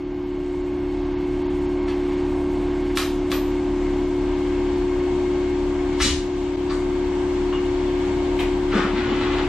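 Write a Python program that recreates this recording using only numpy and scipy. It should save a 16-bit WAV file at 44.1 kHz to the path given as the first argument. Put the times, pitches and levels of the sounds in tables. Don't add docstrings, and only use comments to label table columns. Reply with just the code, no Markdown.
import sys
import numpy as np
from scipy import signal
from scipy.fft import rfft, irfft, next_fast_len
from scipy.io import wavfile
from scipy.ndimage import uniform_filter1d

SR = 44100
rng = np.random.default_rng(int(sys.argv[2]) if len(sys.argv) > 2 else 0)


def linear_from_db(decibels):
    return 10 ** (np.asarray(decibels, float) / 20)


def wrap_up_sound(samples):
    columns = np.atleast_2d(samples).T
    tamed = np.clip(columns, -1, 1)
    steps = np.round(tamed * 32767).astype(np.int16)
    wavfile.write(sys.argv[1], SR, steps)


N = 418068
T = np.arange(N) / SR

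SHAFT_HZ, BLADE_HZ = 36.22, 361.12
SHAFT_DB, BLADE_DB, FRAME_DB, AIR_DB = -26, -25, -34, -38.5
FRAME_DB_PER_S, AIR_DB_PER_S = 0.07, 0.3737
FRAME_LATE_DB, FRAME_LATE_S = -7.5, 0.12
# order, level_db
SHAFT_ORDERS = [(3, -20), (4, -26.5), (5, -21), (6, -17), (7, -20.5), (8, -0.5), (9, -12), (11, -33),
                (14, -28), (17, -26), (22, -29.5), (23, -25)]
# order of the shaft, level_db
FRAME_ORDERS = [(1, -0.5), (2, -3)]
# harmonic, level_db
BLADE_HARMONICS = [(1, 0.5), (2, -44), (3, -26.5), (6, -30), (12, -38), (18, -55)]
# time_s, blade_gain_db
STANDING_WAVE = [(0, -.5), (.6, 0.8), (.97, -.6), (1.9, 0.7), (2.8, -0.7), (3.7, -0.5), (4.46, 0.1),
                 (5.2, 2.5), (5.5, 1), (5.9, 0.2), (6.25, 1.2), (6.55, 0.4), (7.4, 1.83), (9.48, 0.3)]
SHAFT_LOSS = 0.96

# frequency_hz, density_db (per Hz)
AIR_SPECTRUM = [(20, -8.5), (40, 15), (70, 2.5), (150, 4.5), (300, 1), (500, -3), (950, -3.5),
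                (1300, -10.5), (2200, -12), (3200, -14.5), (5000, -24.5), (7600, -26), (10000, -37.5),
                (14000, -30)]
# pitch_hz, level_db (over the air)
WHINES = [(706.3, -12.5), (923.7, -12.5), (1195, -21), (1579, -18.5), (5210, -31.5)]
# centre_hz, width_hz, gain_db
DUCT_MODES = [(770, 22, 0.5), (934, 160, 3.5), (1120, 73, 0.5), (1590, 60, 2), (2180, 66, 7),
              (4570, 290, 2)]
# frequency_hz, likeness (0-1)
LIKENESS = [(60, 1.0), (130, 0.98), (280, 0.81), (620, 0.75), (1350, 0.6), (2950, 0.53), (6420, 0.1),
            (14000, 0)]
AIR_TILT_DB, AIR_TILT_START_DB, TILT_SETTLE_S = .5, -1.1, 3.1

# start_s, level_db, gush_s, centre_hz, width_octaves
PUFFS = [(1.878, -37.5, .026, 2560, 0.85), (5.928, -40.5, 0.012, 2500, 0.94),
         (5.980, -43, 0.022, 3020, 0.98), (6.011, -18.5, 0.077, 4000, 0.76), (6.03, -26.5, 0.1, 177, 0.86),
         (6.706, -50.5, .07, 7250, .26), (8.388, -30, 0.025, 2440, 0.52), (8.39, -38, 0.048, 597, 0.52),
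         (8.71, -29.5, 0.086, 1900, 0.73), (8.72, -32.5, 0.15, 368, 0.67), (8.74, -42.5, .07, 3770, 0.64),
         (8.765, -27, 0.081, 1690, 0.91), (9.05, -32, 0.11, 176, 1)]
# start_s, level_db, gush_s, centre_hz, width_octaves
CLICKS = [
    (2.9733, -23.5, 0.018, 2900, 1.25),
    (3.3174, -31.5, 0.0083, 2900, 1.1),
]
# start_s, level_db, gush_s, centre_hz,
# width_octaves
TAPS = [(2.973, -29, 0.038, 12750, 0.064), (3.317, -32, 0.063, 13150, 0.044),
        (2.975, -31, 0.025, 650, 0.43), (3.319, -34, 0.028, 600, 0.58), (6.003, -20, 0.013, 1710, 0.88),
        (6.699, -33.5, 0.026, 1300, 1.), (6.699, -41.5, 0.019, 4270, 0.29), (7.527, -31.5, 0.01, 1400, 0.8),
        (7.528, -39, 0.012, 2900, 0.18), (8.389, -44, 0.038, 5000, 0.84), (8.39, -49, 0.045, 12300, .07)]
# centre_hz, width_hz, gain_db
STEEL_MODES = [(1180, 370, 12), (1800, 230, 6.5), (2360, 240, 2.5), (2900, 150, 1), (3960, 180, 1.5),
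               (4550, 220, 0), (5850, 250, 0)]
# crack_db (over the gush), rise (share of the gush length)
PUFF_START, CLICK_START, TAP_START = (-11, 0.14), (9.9, 0.061), (-0.98, 0.29)
REBOUND = 0.32

# start_s, peak_db, pitch_hz, t60_s
THUMPS = [(6.005, -16.5, 42.2, 0.52), (6.010, -9, 62.4, 0.2), (6.03, -24, 149, 0.1),
          (6.045, -19.5, 213, 0.17), (6.105, -12, 70, 0.29), (8.722, -22, 154, 0.083),
          (8.75, -9, 208, 0.12), (8.785, -16.5, 263, 0.1), (8.785, -12, 191, .1), (8.845, -8, 207, 0.063),
          (8.93, -15.5, 206, 0.077), (9.09, -19, 263, 0.11), (9.14, -29, 230, 0.088),
          (9.42, -20.5, 274, 0.081)]
# start_s, peak_db, pitch_hz, t60_s
RINGS = [
    (6.008, -24, 1180, .12),
    (6.010, -24, 2150, .12),
    (6.008, -30, 1780, .06),
    (6.035, -26, 3950, .12),
    (6.05, -27, 1000, .1),
    (6.700, -38, 4600, .08),
    (8.392, -37, 2450, .08),
    (7.529, -36, 2870, .09),
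    (7.529, -34, 1170, .06),
    (8.392, -35, 2230, .15),
]
THUMP_RISE_CYCLES, RING_RISE_CYCLES = 0.8, 0.46
# time_s, level_db
DRAG_LEVEL = [
    (8.849, -39.5),
    (8.92, -44),
    (8.97, -35),
    (9.03, -40.5),
    (9.1, -37.5),
    (9.18, -41),
    (9.28, -38),
    (9.38, -37),
    (9.48, -47),
]
# frequency_hz, density_db (per Hz)
DRAG_SPECTRUM = [(120, -3), (250, 5.5), (500, -4.5), (1000, -0.5), (2200, -3), (3800, -10.5), (5500, -22),
                 (9000, -38)]
ROOM_T60_S, ROOM_DB, ROOM_GAP_S = 0.38, 5, 0.0019

# frequency_hz, level_db
PORT_LEVEL = [(60, 1.9), (110, 1.9), (200, 1.8), (370, 2.3), (680, 2), (1240, 2), (2270, 2.8), (4170, 2.5),
              (7640, 3), (14000, -27.5)]
# frequency_hz, phase_rad
PORT_PHASE = [ (60, 0.03), (150, 0.08), (360, -0.085), (800, -0.48), (2200, 0.084), (4500, -1.24),
              (8000, -0.7)]
# frequency_hz, gain_db
MICROPHONE = [(20, 0.5), (8000, 0), (9700, -4), (10900, -10), (12400, -13.5), (13600, -17.5), (14600, -45)]
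# start_s, depth_db, recovery_s
DUCKS = [
    (2.02, 0.5, 0.25),
    (2.975, -6, 0.021),
    (2.975, -2, 0.25),
    (3.32, 0, 0.081),
    (5.33, -0.5, 1.46),
    (6.011, -5.5, 0.15),
    (6.012, -3, 0.64),
    (6.45, -1.3, 0.25),
    (8.76, -2.5, 0.22),
]
GAIN_START_DB, GAIN_OPEN_S, DUCK_ATTACK = -6.5, .9, 0.12
STEREO_FROM_S, STEREO_OPEN_S, STEREO_LEAK = 2.9, 1.52, 0.033
# centre_hz, width_hz, left_db, right_db
CIRCUIT = (11757.5, 151, -88.5, -71.5)
# start_s, recovery_s, level_db
DROPOUT = (6.5615, .007, -18)
# frequency_hz, level_db (per bin)
BAND_THRESHOLD = [(300, -98.5), (2000, -94), (5000, -93), (8000, -88.5), (10000, -94), (12000, -89.5),
                  (14000, -85)]


def unit(x):
    return x / np.sqrt(np.mean(x ** 2))


def along(table, hz):
    f, v = np.transpose(table)
    return np.interp(np.log(hz + 1), np.log(f), v)


def peaks(rows, hz):
    return 1 + sum((linear_from_db(db) - 1) / (1 + (2 * (hz - f) / width) ** 2) for f, width, db in rows)


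def filtered(x, order, hz, kind="low"):
    return signal.sosfilt(signal.butter(order, hz, kind, fs=SR, output="sos"), x)


def walk(rate):
    hold = int(SR / rate)
    steps = np.repeat(rng.standard_normal(N // hold + 1), hold)
    return 0.93 * uniform_filter1d(uniform_filter1d(steps, hold), hold)[:N]


def pair(size, gain, alike):
    mid, side = rfft(rng.standard_normal((2, size))) * gain
    mid, side = mid * np.sqrt(1 + alike), side * np.sqrt(1 - alike)
    return irfft(np.array([mid + side, mid - side]), size)


def lines(rows, wobble_db, drift_rad, rate, base_hz=1):
    out = 0
    for multiple, db in rows:
        level = linear_from_db(db + wobble_db * walk(rate)) * np.sqrt(2)
        cycles = multiple * base_hz * T + rng.random()
        out = out + level * np.sin(2 * np.pi * cycles + drift_rad * walk(rate))
    return out


def shaft_hum(standing_db):
    return linear_from_db(SHAFT_DB - SHAFT_LOSS * standing_db) * lines(SHAFT_ORDERS, .5, .08, 3, SHAFT_HZ)


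def blade_tone(standing_db):
    tone = lines(BLADE_HARMONICS[:1], .3, .08, 3, BLADE_HZ)
    tone += lines(BLADE_HARMONICS[1:], 1.5, 1.5, 12, BLADE_HZ)
    return linear_from_db(BLADE_DB + standing_db) * tone


def air():
    size = next_fast_len(N)
    hz = np.fft.rfftfreq(size, 1 / SR)
    gain = linear_from_db(along(AIR_SPECTRUM, hz)) * peaks(DUCT_MODES, hz)
    gain = gain / np.sqrt(np.mean((gain * (hz > 450) * (hz < 6000)) ** 2) * 2)
    alike = np.clip(1.33 * along(LIKENESS, hz) - .27, 0, .995)
    flow_db = AIR_DB + AIR_DB_PER_S * T
    tilt_db = AIR_TILT_DB + AIR_TILT_START_DB * np.exp(-T / TILT_SETTLE_S)
    out, rush = 0, rfft(pair(size, gain, alike))
    for centre in 30 * 2. ** np.arange(10):
        share = np.cos(np.pi / 2 * np.clip(np.log2((hz + 1) / centre), -1, 1)) ** 2
        flicker = linear_from_db(1.1 * walk(9) + tilt_db * np.log2(centre / 1000))
        out = out + flicker * irfft(rush * share, size)[:, :N]
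    return linear_from_db(flow_db) * (out + lines(WHINES, 1.3, 1.3, 8))


def frame_shake():
    level_db = FRAME_DB + FRAME_DB_PER_S * T + FRAME_LATE_DB * np.exp(-T / FRAME_LATE_S)
    return linear_from_db(level_db) * lines(FRAME_ORDERS, .5, .08, 3, SHAFT_HZ)


def bursts(rows, crack_db, rise):
    out, size, lead_s = np.zeros(N + SR), SR // 2, .002
    t, hz = np.arange(size) / SR, np.fft.rfftfreq(size, 1 / SR)
    lead = np.exp(-2j * np.pi * hz * lead_s)
    for s, db, length, centre_hz, octaves in rows:
        grit = rng.standard_normal(size) * linear_from_db(1.4 * rng.exponential(size=size))
        burst = unit(grit) * np.clip(t / (rise * length), 0, 1) * np.exp(-(t / length) ** 2)
        burst[:36:6] += 10 * linear_from_db(crack_db) * (-REBOUND) ** np.arange(6)
        colour = np.exp(-.5 * (np.log2((hz + 1) / centre_hz) / octaves) ** 2) * peaks(STEEL_MODES, hz)
        i = int((s - lead_s) * SR)
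        out[i:i + size] += linear_from_db(db) * irfft(rfft(burst) * unit(colour) * lead, size)
    return out[:N]


def air_puffs():
    return bursts(PUFFS, *PUFF_START)


def valve_clicks():
    return bursts(CLICKS, *CLICK_START)


def steel_taps():
    return bursts(TAPS, *TAP_START)


def modes(rows, rise_cycles):
    out, t = np.zeros(N + SR), np.arange(SR // 2) / SR
    for s, db, hz, t60 in rows:
        swing = (1 - np.exp(-t * hz / rise_cycles)) * linear_from_db(db - 60 * t / t60)
        i = int(s * SR)
        out[i:i + len(t)] += swing * np.sin(2 * np.pi * hz * t)
    return out[:N]


def sheet_thumps():
    return modes(THUMPS, THUMP_RISE_CYCLES)


def steel_rings():
    return modes(RINGS, RING_RISE_CYCLES)


def bar_drag():
    size = next_fast_len(N)
    hz = np.fft.rfftfreq(size, 1 / SR)
    ticks = rng.standard_normal(size) * linear_from_db(3.2 * rng.exponential(size=size))
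    gain = linear_from_db(along(DRAG_SPECTRUM, hz))
    gain = gain / np.sqrt(np.mean((gain * (hz > 1200) * (hz < 4500)) ** 2))
    s, db = np.transpose(DRAG_LEVEL)
    level = linear_from_db(np.interp(T, s, db) + 0.4 * walk(40)) * (T > s[0])
    return irfft(rfft(unit(ticks)) * gain, size)[:N] * level


def room(x):
    t = np.arange(SR // 2) / SR
    alike = np.exp(-np.fft.rfftfreq(len(t), 1 / SR) / 3000)
    tail = unit(pair(len(t), 1., alike)) * linear_from_db(-60 * t / ROOM_T60_S) * (t > ROOM_GAP_S)
    tail = tail / np.sqrt(np.sum(tail ** 2) / 2)
    wet = signal.fftconvolve(x[None], tail, axes=1)[:, :N]
    return x + linear_from_db(ROOM_DB) * filtered(wet, 1, 9000)


def scene():
    standing_db = np.interp(T, *np.transpose(STANDING_WAVE))
    machines = shaft_hum(standing_db) + blade_tone(standing_db) + air() + frame_shake()
    struck = air_puffs() + valve_clicks() + steel_taps() + steel_rings() + bar_drag()
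    return machines + room(struck) + sheet_thumps()


def ports(x):
    edge = 2048
    size = next_fast_len(N + 2 * edge)
    hz = np.fft.rfftfreq(size, 1 / SR)
    step = np.sqrt(linear_from_db(along(PORT_LEVEL, hz)) * np.exp(1j * along(PORT_PHASE, hz)))
    response = linear_from_db(along(MICROPHONE, hz)) * np.array([step, 1 / step])
    padded = np.pad(x, ((0, 0), (edge, edge)), "reflect", reflect_type="odd")
    return irfft(rfft(padded, size) * response, size)[:, edge:edge + N]


def gain_db():
    out = GAIN_START_DB * np.exp(-T / GAIN_OPEN_S)
    for s, db, recovery in DUCKS:
        since = np.clip(T - s, 0, None)
        out = out + db * (1 - np.exp(-since / (DUCK_ATTACK * recovery))) * np.exp(-since / recovery)
    return out


def circuit_whine():
    centre_hz, width_hz, *db = CIRCUIT
    size = next_fast_len(N)
    band = np.exp(-((np.fft.rfftfreq(size, 1 / SR) - centre_hz) / width_hz) ** 2)
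    return unit(pair(size, band, 0.))[:, :N] * linear_from_db(np.array(db))[:, None]


def stereo_opening(left, right, width):
    side = (left - right) / 2
    trace = filtered(filtered(side, 2, 450, "high"), 1, 1800)
    treble = filtered(side, 2, 3500, "high")
    opened = width * side + (width ** 0.25 - width) * treble - 0.13 * (1 - width) * trace
    lone = 0.85 * (1 - width ** 0.4) * filtered(left - right, 4, 7500, "high")
    return left + right + lone, 2 * opened


def spectral_gate(x, width):
    window = np.sin(np.pi * (np.arange(2048) + .5) / 2048)
    padded = np.pad(x, ((0, 0), (0, 4096)), "reflect", reflect_type="odd")
    hz, t, z = signal.stft(padded, SR, window, 2048, 1024)
    z, centre_hz = z[:, :1024], hz[4:1024:8, None]
    power = (np.abs(z.reshape(2, 128, 8, -1)) ** 2).mean(axis=2)
    band_db = 10 * np.log10(power + 1e-18)
    loud_db = band_db[0, 8:36].mean(axis=0)
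    bar_db = along(BAND_THRESHOLD, centre_hz) + 0.33 * (loud_db + 76.5)
    stereo = np.interp(t, T, width) > .02
    bar_db = bar_db + np.where(stereo, 1.5, 4.5) * rng.standard_normal(len(t))
    bar_db = bar_db - 1.5 * ~stereo
    bar_db = bar_db + np.array([0, 7.])[:, None, None] * ~stereo
    keep = band_db > bar_db + 2.5 * rng.standard_normal(band_db.shape)
    hiss = linear_from_db(band_db - 10.5 + 6 * centre_hz / 10000) * (centre_hz > 2500)
    chance = rng.standard_normal((2, *z.shape))
    z = z + np.repeat(hiss, 8, axis=1) * (chance[0] + 1j * chance[1])
    z = z * np.repeat(keep, 8, axis=1)
    return signal.istft(np.pad(z, ((0, 0), (0, 1), (0, 0))), SR, window, 2048, 1024)[1][:, :N]


def top_cut(x):
    return signal.sosfilt(signal.butter(12, 14600, fs=SR, output="sos"), x)


def record(dry):
    left, right = np.tanh(1.288 * ports(dry) * linear_from_db(gain_db())) / 1.32
    leak = STEREO_LEAK * np.clip(1 - T / STEREO_FROM_S, 0, 1)
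    opening = 1 - np.exp(-np.abs(T - STEREO_FROM_S) / STEREO_OPEN_S)
    width = np.where(T < STEREO_FROM_S, leak, opening)
    total, difference = stereo_opening(left, right, width)
    whine = circuit_whine()
    start_s, recovery_s, level_db = DROPOUT
    since = np.clip(T - start_s, 0, 1)
    dip = linear_from_db(level_db * np.exp(-(since / recovery_s) ** 2) * (T > start_s))
    mid_side = np.array([total + whine[0] + whine[1], difference + whine[0] - whine[1]]) / 2
    mid, side = spectral_gate(mid_side * dip, width)
    return top_cut(np.array([mid + side, mid - side]))


dry = scene()
out = record(dry)
wrap_up_sound(out)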